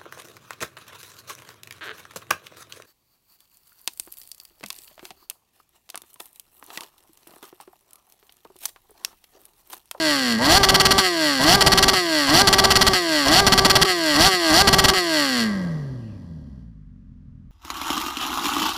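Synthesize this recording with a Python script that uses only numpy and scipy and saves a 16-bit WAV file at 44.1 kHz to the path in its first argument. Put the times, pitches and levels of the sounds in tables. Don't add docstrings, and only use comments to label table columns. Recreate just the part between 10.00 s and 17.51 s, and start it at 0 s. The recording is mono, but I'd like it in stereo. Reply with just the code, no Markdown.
import sys
import numpy as np
from scipy import signal
from scipy.fft import rfft, irfft
from scipy.io import wavfile
from scipy.ndimage import uniform_filter1d

SR = 44100
rng = np.random.default_rng(int(sys.argv[2]) if len(sys.argv) > 2 else 0)


def output_pcm(signal):
    pcm = np.clip(np.atleast_2d(signal).T, -1, 1) * 32767
    wavfile.write(sys.argv[1], SR, np.round(pcm).astype(np.int16))


N = 331191
TIME = np.arange(N) / SR


def from_db(db):
    return 10 ** (np.asarray(db) / 20)


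def rms_one(x):
    return x / np.sqrt(np.mean(x ** 2) + 1e-20)


def evened(x):
    power = np.maximum(uniform_filter1d(x ** 2, size=1800), 0)
    return x / np.sqrt(power + 1e-12)


def passed(x, hz, kind, order=4):
    sos = signal.butter(order, min(hz, SR / 2.2), kind, fs=SR, output="sos")
    return signal.sosfilt(sos, x)


def coloured(spectrum):
    hz, db = np.transpose(spectrum)
    bins_hz = np.arange(N // 2 + 1) * SR / N
    gain = from_db(np.interp(np.log(bins_hz + 1), np.log(hz), db))
    return rms_one(irfft(rfft(rng.standard_normal(N)) * gain, N))


def drift(rate_hz):
    return rms_one(passed(rng.standard_normal(N), rate_hz, "low", order=2))


def resonate(x, modes):
    out = np.zeros(N)
    for k, (hz, width_hz, db) in enumerate(modes):
        r = np.exp(-np.pi * width_hz / SR)
        poles = [1, -2 * r * np.cos(2 * np.pi * hz / SR), r * r]
        gain = (-1) ** k * from_db(db) * (1 - r * r) / 2
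        out += gain * signal.lfilter([1, 0, -1], poles, x)
    return out


def at_speed(rows, rate):
    hz, *columns = np.transpose(rows)
    return np.array([np.interp(rate, hz, column) for column in columns])


# (frequency [Hz], relative level per Hz [dB])
TRAFFIC_SPECTRUM = [(30, 3), (250, 10.5), (420, 7), (700, -16), (1100, 0), (1800, -5), (2400, -10.5),
                    (6000, -18.5), (14000, -37)]


def traffic(level_db=-70):
    return from_db(level_db) * coloured(TRAFFIC_SPECTRUM)


START_HZ, PEAK_HZ, LIMIT_HZ, IDLE_HZ = 329, 415, 395, 41.8
RISE_PER_S, FALL_PER_S, HIGH_FALL_PER_S, KNEE_HZ, SETTLE_S = 3.15, 1.14, 1.0, 300, .04


def coast(start_s, start_hz):
    past_knee = TIME - start_s - np.log(start_hz / KNEE_HZ) / HIGH_FALL_PER_S
    fall = np.where(past_knee < 0, HIGH_FALL_PER_S, FALL_PER_S)
    free = KNEE_HZ * np.exp(-past_knee * fall)
    return (free ** 6 + IDLE_HZ ** 6) ** (1 / 6)


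# (throttle opens [s], engine tops out [s], throttle closes [s], firing rate on closing [Hz])
THROTTLE_BLIPS = [(.395, .583, 1.011, 386), (1.395, 1.559, 1.945, 380), (2.275, 2.422, 2.945, 375),
                  (3.255, 3.407, 3.849, 388), (4.15, 4.283, 4.292, 385), (4.505, 4.623, 4.935, 384)]


def speed():
    rate = coast(0, START_HZ)
    for _, top, closes, closing_hz in THROTTLE_BLIPS:
        climb = PEAK_HZ * np.exp(RISE_PER_S * (TIME - top))
        held = np.interp(TIME, [top, top + SETTLE_S], [PEAK_HZ, LIMIT_HZ])
        blip = np.minimum.reduce([climb, held, coast(closes, closing_hz)])
        rate = np.maximum(rate, blip)
    return rate


# (starts [s], share would be reached [s], release begins [s], share of full opening [0-1])
EASED_THROTTLE = (4.37, 4.57, 4.52, 0.85)


def throttle(opening_s=.022, closing_s=0.037):
    start, eased, end, share = EASED_THROTTLE
    load = np.interp(TIME, [start, eased, end, end + opening_s], [0, share, share, 0])
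    for opens, _, closes, _ in THROTTLE_BLIPS:
        times = [opens - opening_s / 2, opens + opening_s / 2, closes - closing_s / 2, closes + closing_s / 2]
        load += np.interp(TIME, times, [0, 1, 1, 0])
    return np.clip(load, 0, 1)


BANG_EVERY_S, BANG_S = .0556, .021
# (first bang [s], bangs [count])
BANG_VOLLEYS = [(.632, 4), (.852, 2), (.981, 1), (1.608, 4), (1.826, 2), (1.933, 1), (2.472, 4), (2.705, 1),
                (2.755, 3), (2.933, 1), (3.466, 3), (3.648, 1), (3.698, 2), (3.815, 1), (4.673, 4),
                (4.883, 1)]


def spark_cuts():
    bangs = [first + k * BANG_EVERY_S for first, count in BANG_VOLLEYS for k in range(count)]
    cuts = []
    for _, top, closes, _ in THROTTLE_BLIPS:
        own = [s for s in bangs if top < s < closes]
        cuts += zip([top] + [s + BANG_S for s in own], own + [closes])
    shortest_s = .012
    return [(start, end) for start, end in cuts if end - start > shortest_s]


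def limiter(fade_s=0.0046, catch_s=0.00026, reheat_s=.011):
    cut, cool = np.zeros(N), np.zeros(N)
    for start, end in spark_cuts():
        cut += np.interp(TIME, [start - fade_s / 2, start + fade_s / 2, end - catch_s, end], [0, 1, 1, 0])
        cool += np.interp(TIME, [start - reheat_s, end, end + reheat_s], [0, 1, 0])
    return np.clip(cut, 0, 1), cool


def crank(rate, cool, cool_delay=.46, wander=.0015):
    wandering = rate * (1 + wander * drift(23))
    return np.cumsum(wandering) / SR - cool_delay * cool


# (strength [dB], lateness [firing intervals])
CYLINDER_PATTERN = [(0, 0), (-5, .05), (-.7, -.03), (-5.5, .08)]


def pulses(turn, uneven_db, jitter, pattern=1.0):
    k = np.arange(int(turn[-1]))
    cylinder = k % len(CYLINDER_PATTERN)
    level_db, late = np.array(CYLINDER_PATTERN)[cylinder].T
    chance = rng.standard_normal((len(k), 2))
    due = k + pattern * late + jitter * chance[:, 0]
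    at = np.interp(due, np.maximum.accumulate(turn), np.arange(N)).clip(0, N - 2)
    size = from_db(pattern * level_db + uneven_db * chance[:, 1].clip(-2, 2))
    whole, clicks = at.astype(int), np.zeros((len(CYLINDER_PATTERN), N))
    clicks[cylinder, whole] = size * (1 - at + whole)
    clicks[cylinder, whole + 1] = size * (at - whole)
    return clicks


def orders(turn, table):
    count = len(CYLINDER_PATTERN)
    total = 0
    for order, db in table:
        locked = round(count * order) / count
        total = total + from_db(db) * np.sin(2 * np.pi * (locked * turn + rng.random()))
    return np.sqrt(2) * total


def jet(clicks, decay_s, steady):
    puffs = evened(signal.lfilter([1], [1, -np.exp(-1 / (decay_s * SR))], clicks))
    return evened((puffs + steady) * rng.standard_normal(N))


def headers(clicks, scatter, decay_s, own=0.36):
    count = len(clicks)
    pairs, single = rng.standard_normal((2, count, 400))
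    fade = np.exp(-np.arange(single.shape[1]) / (decay_s * SR))
    tails = (pairs[np.arange(count) % 2] + own * single) * fade
    tails *= scatter / np.linalg.norm(tails, axis=1, keepdims=True)
    tails[:, 0] -= 1
    return evened(signal.oaconvolve(clicks, tails, axes=1)[:, :N].sum(axis=0))


def whine(turn, rate, top_db=-67, casing_hz=2700, width_hz=350, blur=.02, teeth=25):
    tone = orders(turn + blur * drift(55), [(teeth, 0)])
    ring = np.exp(-((teeth * rate - casing_hz) / width_hz) ** 2)
    return from_db(top_db) * tone * ring


# (firing rate [Hz], exhaust thumps [dB], muffler drone [dB])
RUNDOWN_LEVELS = [(41.7, -49.5, -75), (50, -52.5, -78), (61.1, -45.5, -59.5), (88, -42, -54.5),
                  (103, -40, -52.5), (179, -33.5, -38.5), (300, -46, -46)]
# (frequency [Hz], relative level per Hz [dB])
DRONE_SPECTRUM = [(150, -19), (330, 11), (440, 2), (570, 8.5), (700, -3), (850, -4), (1020, -2.5),
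                  (1400, -17.5), (3000, -38.5)]


def rundown(turn, rate, low_hz=40, high_hz=265, churn=0.5, bass=0.69):
    thump_db, drone_db = at_speed(RUNDOWN_LEVELS, rate)
    clicks = pulses(turn, uneven_db=0.5, jitter=0.069, pattern=.3).sum(axis=0)
    drive = clicks / np.sqrt(rate / SR) + churn * rng.standard_normal(N)
    muffle = signal.cheby1(8, 1, high_hz, fs=SR, output="sos")
    dull = signal.sosfilt(muffle, passed(drive, low_hz, "high"))
    depth = bass * np.interp(rate, [50, 150], [1.5, -.8])
    dull = dull + depth * passed(dull, 90, "low", order=1)
    return from_db(thump_db) * rms_one(dull) + from_db(drone_db) * coloured(DRONE_SPECTRUM)


# (frequency [Hz], relative level per Hz [dB])
RUMBLE_SPECTRUM = [(15, -4), (40, 5), (90, 1.5), (190, 4), (300, -1.5), (490, -6.5), (680, 1.5),
                   (1000, -3.5), (1600, -42)]


def rumble(rasp_db, cut, load, load_db=-21, load_slope=0.85, cut_db=-5,
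           coast_db=-38, coast_slope=5.7, lumpy_db=3.5):
    pulling = load * from_db(load_db + load_slope * (rasp_db + 12.0) + cut_db * cut)
    coasting = (1 - load) * from_db(coast_db + coast_slope * np.minimum(rasp_db + 19.0, 2))
    lumps = from_db(lumpy_db * np.tanh(drift(35)))
    return (pulling + coasting) * lumps * coloured(RUMBLE_SPECTRUM)


# (firing rate [Hz], firing note [dB], its octave [dB], pipe bark [dB], rasp [dB])
PULLING_LEVELS = [(220, -35, -45, -39, -43), (247, -25, -29, -25.5, -25.5), (284, -25, -32.5, -24, -17),
                  (298.6, -18, -31, -24, -22.5), (327, -21, -25.5, -20.5, -13.5),
                  (375, -30.5, -17.5, -24, -13), (436, -31.5, -22.5, -17.5, -11.5)]
# (firing rate [Hz], firing note [dB], its octave [dB], pipe bark [dB], rasp [dB])
COASTING_LEVELS = [(43, -45.5, -68, -92, -100), (60.2, -44.5, -57, -74, -73), (80, -59, -33.5, -69, -67),
                   (118, -37, -59, -60, -61), (164, -23.5, -60, -45.5, -51.5),
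                   (211.4, -23.5, -43.5, -34, -38), (230.7, -26, -37.5, -28.5, -23.5),
                   (298.6, -30, -33, -29, -25), (390, -22, -36, -33, -28.5)]
# (firing rate [Hz], half width [Hz], change of the note [dB], change of the overtones [dB])
TUNED_SPEEDS = [(225, 19, 3, 1.5), (300, 24.6, 5.5, 5), (368.5, 12.8, -4, 9.5)]


def exhaust_levels(rate, load, cut, held_db=(-2.5, -9, 1.5, 1.0)):
    coasting = at_speed(COASTING_LEVELS, rate)
    for hz, width_hz, note_db, overtones_db in TUNED_SPEEDS:
        nearness = np.exp(-((rate - hz) / width_hz) ** 2)
        coasting += np.outer([note_db, overtones_db, overtones_db, overtones_db], nearness)
    on_limiter = sum((TIME > top + BANG_S) & (TIME < closes + BANG_S) for _, top, closes, _ in THROTTLE_BLIPS)
    held = np.maximum(cut, on_limiter)
    pulling = at_speed(PULLING_LEVELS, rate) + np.outer(held_db, held)
    return load * pulling + (1 - load) * coasting


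# (frequency [Hz], width [Hz], relative level [dB])
CAN_MODES = [(2440, 1300, -3), (3398, 370, 5.5), (3697, 640, -0.5), (4406, 338, 5.5), (4794, 290, 4.5),
             (5700, 850, 0), (6424, 315, -20.5), (7076, 170, -6), (9510, 570, -5), (10480, 720, -9),
             (14000, 1400, -10)]


def rasp(turn, rough, level_db, bright_hz=6000, brightening=0.26, wide_hz=6100, wide_db=-10, widening=.4):
    clicks = pulses(turn, uneven_db=1.0, jitter=.001)
    firing = clicks.sum(axis=0)
    flow = np.interp(level_db, [-55, -36], [4, .25])
    hiss = jet(firing, decay_s=0.0014, steady=flow)
    fronts = headers(clicks, scatter=1.15, decay_s=.0024)
    mid = evened(passed(resonate(fronts + rough * hiss, CAN_MODES), 2700, "high"))
    dull = passed(mid, bright_hz, "low", order=1)
    bright = from_db(brightening * np.maximum(level_db - 10.0, -45))
    side_hiss = evened(resonate(jet(firing, decay_s=.0012, steady=flow), CAN_MODES))
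    side_gain = from_db(wide_db + widening * np.minimum(level_db + 14, 0))
    side_hiss = side_gain * passed(side_hiss, wide_hz, "high", order=8)
    return from_db(level_db) * (dull + bright * (mid - dull) + side_hiss * [[1], [-1]])


# (frequency [Hz], width [Hz], relative level [dB])
PIPE_MODES = [(590, 120, -2), (731, 72, -3.5), (1144, 73, 2.5), (1279, 680, -10.5), (1609, 52, 5),
              (1935, 86, 1)]
# (multiple of the firing rate [ratio], level against the bark setting [dB])
BARK_OVERTONES = [(2.5, -27), (3, -18), (3.5, -26), (4, -16.5), (4.5, -19.5), (5, -17), (5.5, -16),
                  (6, -17.5)]


def bark(turn, rough, low_hz=740, high_hz=2150, ring_db=0.5):
    clicks = pulses(turn, uneven_db=.3, jitter=.0015, pattern=.5)
    hiss = .7 * rough * jet(clicks.sum(axis=0), decay_s=.0025, steady=rough)
    drive = headers(clicks, scatter=1.0, decay_s=0.004) + hiss
    ring = passed(resonate(drive, PIPE_MODES), low_hz, "high")
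    ring = evened(passed(ring, high_hz, "low", order=6))
    core = passed(orders(turn, BARK_OVERTONES), high_hz, "low", order=6)
    return from_db(ring_db) * ring + core


def scream(turn, rate, centre_hz=1160, width_hz=110, top_db=-28):
    return orders(turn, [(3, top_db)]) / np.hypot(1, (3 * rate - centre_hz) / (width_hz / 2))


# (multiple of the firing rate [ratio], level [dB])
GROWL_ORDERS = [(.5, -33.5), (1.5, -39.5), (2.5, -29.5), (3.25, -42), (3.5, -34.5), (3.75, -28.5),
                (4.5, -38)]


def growl(turn, load, cut):
    return load * (1 - cut) * orders(turn, GROWL_ORDERS)


# (multiple of the firing rate [ratio], level against the note [dB])
NOTE_SIDES = [(.5, -20), (.75, -40.5), (1.25, -29.5), (1.5, -22), (1.75, -31)]


def note(turn, note_db, octave_db, cut, cut_note_db=8.5, cut_octave_db=0.0):
    angle = 2 * np.pi * turn
    low = np.sqrt(2) * np.sin(angle) + orders(turn, NOTE_SIDES)
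    octave = np.sqrt(2) * np.sin(2 * angle)
    return from_db(note_db + cut_note_db * cut) * low + from_db(octave_db + cut_octave_db * cut) * octave


def scene(cut_bark_db=-10, cut_rasp_db=-16):
    rate, load = speed(), throttle()
    cut, cool = limiter()
    turn = crank(rate, cool)
    note_db, octave_db, bark_db, rasp_db = exhaust_levels(rate, load, cut)
    rough = np.interp(rasp_db, [-62, -48, -34], [3, .9, .14])
    rough = rough + load * np.interp(rasp_db, [-22, -11], [.2, .52])
    background = traffic() + whine(turn, rate)
    low = rundown(turn, rate) + rumble(rasp_db, cut, load ** 2)
    top = rasp(turn, 2 * rough, rasp_db + cut_rasp_db * cut)
    middle = from_db(bark_db + cut_bark_db * cut) * bark(turn, rough)
    tones = scream(turn, rate) + growl(turn, load, cut) + note(turn, note_db, octave_db, cut)
    return background + low + top + middle + tones


def record(dry, ceiling=1.25, cutoff_hz=14350):
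    rounded = ceiling * np.tanh(dry / ceiling)
    sos = signal.ellip(10, .3, 70, cutoff_hz, fs=SR, output="sos")
    return signal.sosfilt(sos, rounded)


dry = scene()
out = record(dry)
output_pcm(out)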